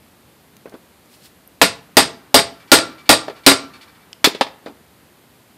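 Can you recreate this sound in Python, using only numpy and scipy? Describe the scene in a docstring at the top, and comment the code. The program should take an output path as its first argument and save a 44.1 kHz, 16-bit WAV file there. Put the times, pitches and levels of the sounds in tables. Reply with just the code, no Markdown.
"""A small workshop: a hammer strikes a second hammer held on a part in a cast bench vise, six hard blows.
Each is a noise crack over the casting's dying noise, with bench and loose-tool modes; five weak rebounds follow.
Thuds and clanks are tools meeting the bench, at the end both hammers laid down; a loose tool rocks,
clicks tick, a sleeve brushes and small parts murmur. All of it echoes in the shop, over steady hum and hiss.
The blows overload the near microphone's input, which clips them flat."""
import sys
import numpy as np
from scipy import signal
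from scipy.fft import rfft, irfft
from scipy.io import wavfile

SR = 44100
rng = np.random.default_rng(int(sys.argv[2]) if len(sys.argv) > 2 else 0)


def wrap_up_sound(samples):
    """Save the sound to the file named by the first command line argument, as 16-bit audio."""
    columns = np.atleast_2d(samples).T
    # keep every value between -1 and 1, then stretch to whole-number steps
    tamed = np.clip(columns, -1, 1)
    steps = np.round(tamed * 32767).astype(np.int16)
    wavfile.write(sys.argv[1], SR, steps)


N = 245681  # length in samples


def undb(db):
    """Decibels to gain."""
    return 10 ** (np.asarray(db) / 20)


def read(table, hz):
    """A two-column table, frequency and value, read on a log-frequency axis."""
    table_hz, values = np.array(table).T
    return np.interp(np.log(np.maximum(hz, 1)), np.log(table_hz), values)


def fade(size, t60):
    """Exponential decay, 60 dB in t60 seconds."""
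    return np.exp(-np.log(1000) * np.arange(size) / SR / np.maximum(t60, 1e-3))


def hump(hz, octaves):
    """Bell-shaped colour around a centre, 6 dB down at the given octaves to either side."""
    return lambda f: -6 * (np.log2(f / hz) / octaves) ** 2


def peaks_db(f, groups):
    """Resonance peaks as a boost in dB, summed over the mode groups."""
    return sum(db / (1 + (2 * (f - hz) / width) ** 2) for hz, width, db in groups)


def noise(size, colour_db):
    """Noise of rms 1 whose spectrum follows colour_db(Hz)."""
    f = np.arange(size // 2 + 1) * SR / size + 1  # 1 Hz up, to keep the logarithms finite
    white = rng.standard_normal(size)
    x = irfft(rfft(white) * undb(colour_db(f)), size)
    return x / np.std(x)


BANDS_HZ = 30 * 2 ** np.arange(0, 9.4, 1 / 3)  # third-octave centres


def dying(size, colour_db, t60s):
    """Coloured noise in which every third-octave band dies at its own rate."""
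    spectrum = rfft(noise(size, colour_db))
    f = np.arange(len(spectrum)) * SR / size + 1
    bands_away = 3 * np.log2(f / BANDS_HZ[:, None])
    overlap = np.maximum(1 - np.abs(bands_away), 0)  # triangles that crossfade between neighbours
    bands = irfft(spectrum * overlap, size)
    return np.sum(bands * fade(size, read(t60s, BANDS_HZ)[:, None]), axis=0)


def ring(size, modes, scatter_db, beat_hz=0):
    """Damped modes; each contact draws new strengths, slight detuning and a beat rate for every mode."""
    hz, db, t60 = np.transpose(modes)[:, :, None]
    strength, detune, sign, beat = rng.standard_normal((4, len(modes), 1))
    t = np.arange(size) / SR
    tone = np.sin(2 * np.pi * hz * (1 + 0.001 * detune) * t)
    beating = np.cos(2 * np.pi * beat_hz * beat * t)
    gain = np.sign(sign) * undb(db + scatter_db * strength)
    return np.sum(gain * tone * beating * fade(size, t60), axis=0)


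def add(out, s, x):
    """Mix x in at time s."""
    i = int(s * SR)
    out[i:i + len(x)] += x[:N - i]


# Hammer contacts, hard blows and weak rebounds. Each row: start in seconds, force in dB,
# crack pitch in Hz, drive of the loose tool in dB.
CONTACTS = [(1.6149, 0, 2250, -21), (1.969, 2.5, 4830, -10), (1.995, -12, 4050, -24),
            (2.343, 3.5, 4370, -8.5), (2.392, -10, 2200, -23.5), (2.717, 7, 4230, 3),
            (2.787, -15.5, 3916, -15), (3.092, 4, 4800, -5.5), (3.128, -8.5, 4200, -1.5),
            (3.464, 6.5, 4675, 1), (3.516, -9, 2196, -5)]
# Colour of the casting's many close modes, heard as noise. Each row: frequency in Hz, relative level in dB per Hz.
CASTING_COLOUR = [(30, -21), (60, -10.5), (130, -9), (270, -8), (600, 3), (1200, -7.5), (2500, -5),
                  (4300, -9), (6400, -7.5), (10000, -7.5), (13000, -4), (15500, -36)]
# Decay of that noise under a full blow. 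Each row: frequency in Hz, t60 in seconds.
CASTING_DECAY = [(40, 0.1), (100, 0.33), (250, 0.22), (600, 0.078), (1500, 0.18), (4000, 0.19),
                 (8500, 0.21), (12000, 0.12), (15000, .07)]
# Mode groups that stand out of the casting's noise when fully woken. Each row: centre in Hz, width in Hz, boost in dB.
VISE_GROUPS = [(1147, 150, 6.5), (1403, 29, 12.5), (1730, 20, 7), (1856, 40, 5), (2280, 48, 0.5),
               (2642, 70, -1.5), (3580, 160, 5), (3790, 57, 11), (4140, 150, 7), (4220, 50, 1),
               (4210, 21, 3.5), (4730, 70, 11.5), (4950, 87, 7), (6930, 42, 2), (5440, 60, 8.5),
               (8730, 65, 8.5), (8510, 260, 6), (8300, 640, 4), (8296, 70, 4), (11860, 620, 3.5)]
# Modes of the bench top under a blow. Each row: frequency in Hz, relative level in dB, t60 in seconds.
BENCH_MODES = [(228.4, -8.5, 0.037), (272.8, 2.5, 0.14), (287.2, -11.5, 0.074), (323, 0.5, 0.081),
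               (390, -3.5, 0.16), (447.3, -7.5, 0.21), (519.2, -3, 0.14), (590, 3.5, 0.11),
               (675, -4.5, 0.21), (649.7, -6.5, 0.094), (815.3, -3.5, 0.085), (850.3, -0.5, 0.097)]
# Modes of a loose steel tool set ringing. Each row: frequency in Hz, relative level in dB, t60 in seconds.
LOOSE_MODES = [(1186, 1, .6), (1348, 1, .7), (2320, -4, .6), (2900, -8, .35), (3500, -7, .35),
               (4390, -6, .35)]
BENCH_DB, LOOSE_DB = -12, -32  # shares of the bench boom and the loose tool
BRIGHT_DB, BRIGHT_PER_DB = 0.22, 0.1344  # tilt in dB per octave at 0 dB force, and its gain per dB of force
BENCH_PER_DB = 1.15  # dB of bench boom per dB of force
SHORTER_PER_DB = 0.8  # a light contact rings shorter: dB of decay time per dB of force
CLANG_HZ = 4163  # a crack of this pitch wakes the groups fully, a duller one less, a sharper one more


def blows(size=32768):
    """Steel on steel: a short crack, the casting's dense modes, the bench boom and the loose tool's rings."""
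    out = np.zeros(N)
    for s, db, crack_hz, ring_db in CONTACTS:
        bright_db = BRIGHT_DB + BRIGHT_PER_DB * db  # a harder contact is brighter
        clang = (crack_hz / CLANG_HZ) ** 0.68

        def colour(f):
            """The casting's colour, tilted by force, with its mode groups woken."""
            tilt_db = bright_db * np.log2(f / 2000)
            return read(CASTING_COLOUR, f) + tilt_db + clang * peaks_db(f, VISE_GROUPS)

        shorten = undb(min(SHORTER_PER_DB * db, 0))
        casting = dying(size, colour, [(hz, t60 * shorten) for hz, t60 in CASTING_DECAY])
        # a glancing, duller contact hardly cracks
        crack = undb(0.5 + 3.4 * bright_db) * noise(size, hump(crack_hz, 0.92)) * fade(size, 0.027)
        # the heavy bench takes a few milliseconds to start moving
        boom = ring(size, BENCH_MODES, 2.5, beat_hz=12) * (1 - fade(size, 0.017))
        bench = undb(BENCH_DB + BENCH_PER_DB * db) * boom
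        loose = undb(LOOSE_DB + ring_db) * ring(size, LOOSE_MODES, 1.5, beat_hz=6)
        add(out, s, undb(db) * (casting + crack) + bench + loose)
    return out


# Tools meeting the bench top. Each row: start in seconds, level in dB, thud centre in Hz,
# thud t60 in seconds, clank share in dB.
TOOL_KNOCKS = [(.656, -30, 480, 0.04, -24), (.672, -36, 437, 0.055, -36), (0.721, -42, 500, 0.11, -45),
               (0.7399, -31, 330, 0.078, -17), (3.281, -16.5, 453, 0.033, -20),
               (3.298, -29, 426, 0.08, -11), (4.243, -0.5, 3460, 0.11, -5), (4.272, -8, 351, 0.029, -19),
               (4.348, -24.5, 384, 0.043, -5.5), (4.41, -7, 690, 0.044, -6), (4.466, -32, 670, 0.036, -6),
               (4.6604, -26.5, 415, 0.081, -13), (4.681, -37, 253, 0.17, -10)]
# Mode groups of a hammer head when fully woken. Each row: centre in Hz, width in Hz, boost in dB.
HAMMER_GROUPS = [(2450, 130, 11.5), (2982, 40, 8.5), (3430, 86, 21.5), (3520, 37, 3.5), (3630, 120, 15),
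                 (4150, 63, 13.5), (4800, 40, 7.5), (4800, 99, 4), (8400, 53, 5.5), (9110, 51, 8)]
EDGE_DB, EDGE_RATIO = -6, 3.5  # upper body of a thud, and its pitch over the centre
BUMP_DB, KNOCK_BENCH_DB = 2.5, -16  # the first swing, and the bench modes' share
THUD_OCTAVES, THUD_WIDENS = 0.9, 0.59  # thud width at 500 Hz, and its power law in pitch
STEEL_HZ = 3400  # a knock this sharp wakes the hammer head fully, a duller one less


def knocks(size=16384):
    """A thud over damped bench modes and the clank of steel; duller thuds are narrower and push longer."""
    out = np.zeros(N)
    damped = [(hz, db, 0.37 * t60) for hz, db, t60 in BENCH_MODES]
    for s, db, hz, t60, clank_db in TOOL_KNOCKS:
        octaves = THUD_OCTAVES * (hz / 500) ** THUD_WIDENS
        # the woody edge of the thud reaches well above its centre
        edge_colour = hump(EDGE_RATIO * min(hz, 1400), 0.55)
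        edge = undb(EDGE_DB) * noise(size, edge_colour) * fade(size, 0.8 * t60)
        # the first swing: two cycles under a smooth window
        cycle = 2 * np.pi * hz * np.arange(size) / SR
        bump = undb(BUMP_DB) * np.cos(cycle) * np.sin(np.minimum(cycle / 4, np.pi)) ** 2

        def thud_colour(f):
            """A hump thinned in the bass, as small tools radiate little of it."""
            return hump(hz, octaves)(f) - 20 * np.log10(1 + (200 / f) ** 2)

        def clank_colour(f):
            """A bright hump with the hammer head's groups, woken by a sharp knock."""
            woken = min(hz / STEEL_HZ, 1) ** 0.53
            return hump(2900, 1.3)(f) + woken * peaks_db(f, HAMMER_GROUPS)

        thud = noise(size, thud_colour) * fade(size, t60)
        bench = undb(KNOCK_BENCH_DB) * ring(size, damped, 3.0)
        clank = undb(clank_db) * noise(size, clank_colour) * fade(size, 0.094)
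        push = 1 - fade(size, 12.0 / hz)  # soft onset, slower for a low thud
        add(out, s, undb(db) * (bump + push * (thud + edge + bench) + clank))
    return out


# A loose steel tool hops after a blow, lands and rocks. Each row: landing in seconds, base level in dB.
LANDINGS = [(2.6, -49.5), (2.982, -46), (3.36, -46), (3.736, -42.5)]
# The landing and then each rock in turn, a single column: level in dB over the base level.
ROCK_STEPS_DB = (2.5, 3.5, -6, -11, -11)
FIRST_ROCK_S, ROCK_S = 0.075, 0.067  # wait for the first rock, then the time between rocks
OTHER_END_S, OTHER_END_DB = 0.016, -2.5  # the tool's far end touches later and softer


def rattles(size=16384):
    """Landing and rocks are soft ticks that wake the tool's upper modes; the next contact ends the rocking."""
    out = np.zeros(N)
    upper = [(hz, db, 0.22 * t60) for hz, db, t60 in LOOSE_MODES if hz > 2000]
    rocks = FIRST_ROCK_S + ROCK_S * np.arange(len(ROCK_STEPS_DB) - 1)
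    for landing, db in LANDINGS:
        for s, rock_db in zip(landing + np.r_[0, rocks], ROCK_STEPS_DB):
            tick = noise(size, hump(2800, 1.7)) * fade(size, 0.12) * (1 - fade(size, 0.03))
            tick = tick + undb(-2.0) * ring(size, upper, 1.7, beat_hz=11)
            interrupted = any(landing < contact[0] < s for contact in CONTACTS)
            if not interrupted:
                add(out, s, undb(db + rock_db) * tick)
                add(out, s + OTHER_END_S, undb(db + rock_db + OTHER_END_DB) * tick)
    return out


# Tiny dry clicks. Each row: start in seconds, level in dB, centre in Hz, octaves from the centre to 6 dB down.
CLICKS = [(0.567, -32, 9000, 2.1), (0.696, -36, 9800, 1.1), (1.059, -44, 9000, .3),
          (1.476, -27.5, 12300, 0.2), (4.13, -24.5, 3800, 0.93)]


def ticks(size=2048):
    """Clicks a few milliseconds long, each a burst of humped noise."""
    out = np.zeros(N)
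    for s, db, hz, octaves in CLICKS:
        add(out, s, undb(db) * noise(size, hump(hz, octaves)) * fade(size, 0.012))
    return out


# A sleeve brushes as the arm swings up. Each row: peak in seconds, peak level in dB.
BRUSHES = [(1.146, -44), (1.261, -39.5)]
SLEEVE_RISE_DB_S, SLEEVE_FALL_DB_S = 220, 450  # slopes in dB per second


def sleeve():
    """Cloth hiss that swells to each brush and drops quickly."""
    t = np.arange(N) / SR
    swell = np.zeros(N)
    for s, db in BRUSHES:
        slope_db = np.minimum(SLEEVE_RISE_DB_S * (t - s), SLEEVE_FALL_DB_S * (s - t))
        swell += undb(db + slope_db)
    return swell * noise(N, hump(11000, 2.2))


CLUTTER_DB, CLUTTER_T60_S = -57.5, 3.4  # murmur after a 0 dB contact or knock, and its decay


def clutter():
    """Small parts on the shaken bench: every contact and knock adds energy to a murmur that dies slowly."""
    power = np.zeros(N)
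    for s, db, *_ in CONTACTS + TOOL_KNOCKS:
        add(power, s, (undb(CLUTTER_DB + db) * fade(N, CLUTTER_T60_S)) ** 2)
    return np.sqrt(power) * noise(N, hump(1300, 1.0))


# Decay of the shop's echo. Each row: frequency in Hz, t60 in seconds.
ROOM_DECAY = [(100, 0.72), (500, 0.41), (2000, 0.34), (6000, 0.32), (14000, 0.075)]
ROOM_DB = -18.5  # echo against the near sound


def room_echo(near):
    """The shop's echo: near sounds smeared by dying noise of unit energy."""
    room = dying(32768, hump(1500, 4.7), ROOM_DECAY)
    room = room / np.sqrt(np.sum(room ** 2))
    return undb(ROOM_DB) * signal.fftconvolve(near, room)[:N]


# Colour of the microphone for near sounds and their echo. Each row: frequency in Hz, gain in dB.
CAPSULE_COLOUR = [(60, -1.5), (200, 2.5), (1000, 4), (3000, 0.5), (4800, 1.5), (6200, -7), (9000, -6),
                  (14000, -9.5), (16000, -18)]


def microphone(x, size=2048):
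    """The capsule's colour as a causal response, folded from the cepstrum of its log gain."""
    f = np.arange(size // 2 + 1) * SR / size
    cepstrum = irfft(np.log(undb(read(CAPSULE_COLOUR, f))), size)
    cepstrum[1:size // 2] *= 2
    cepstrum[size // 2 + 1:] = 0
    response = irfft(np.exp(rfft(cepstrum)), size)
    return signal.fftconvolve(x, response)[:N]


# Colour of the shop's steady background. Each row: frequency in Hz, relative level in dB per Hz.
SHOP_COLOUR = [(15, -62.5), (25, -34), (43, -29.5), (64, -8.5), (128, -7.5), (224, -5.5), (373, -9.5),
               (450, -11.5), (621, -13.5), (811, -14.5), (1180, -17.5), (4620, -24), (5570, -29),
               (14400, -25.5), (14900, -49.5)]
SHOP_DB = -51.5  # background rms


def shop():
    """Steady hum and hiss as one coloured noise."""
    return undb(SHOP_DB) * noise(N, lambda f: read(SHOP_COLOUR, f))


def scene():
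    """Near sounds and their echo through the microphone, over the shop; the same in both channels."""
    near = blows() + knocks() + rattles() + ticks() + sleeve() + clutter()
    heard = microphone(near + room_echo(near))
    return np.tile(heard + shop(), (2, 1))


TOP_HZ = 15600  # upper edge of the passband


def record(dry):
    """The input clips flat on the blows, then a steep low-pass cuts the top."""
    clipped = np.clip(dry, -0.93, 0.93)
    low_pass = signal.ellip(8, 0.2, 60, TOP_HZ, fs=SR, output="sos")  # 0.2 dB ripple, 60 dB stop
    return signal.sosfilt(low_pass, clipped)


dry = scene()
out = record(dry)
wrap_up_sound(out)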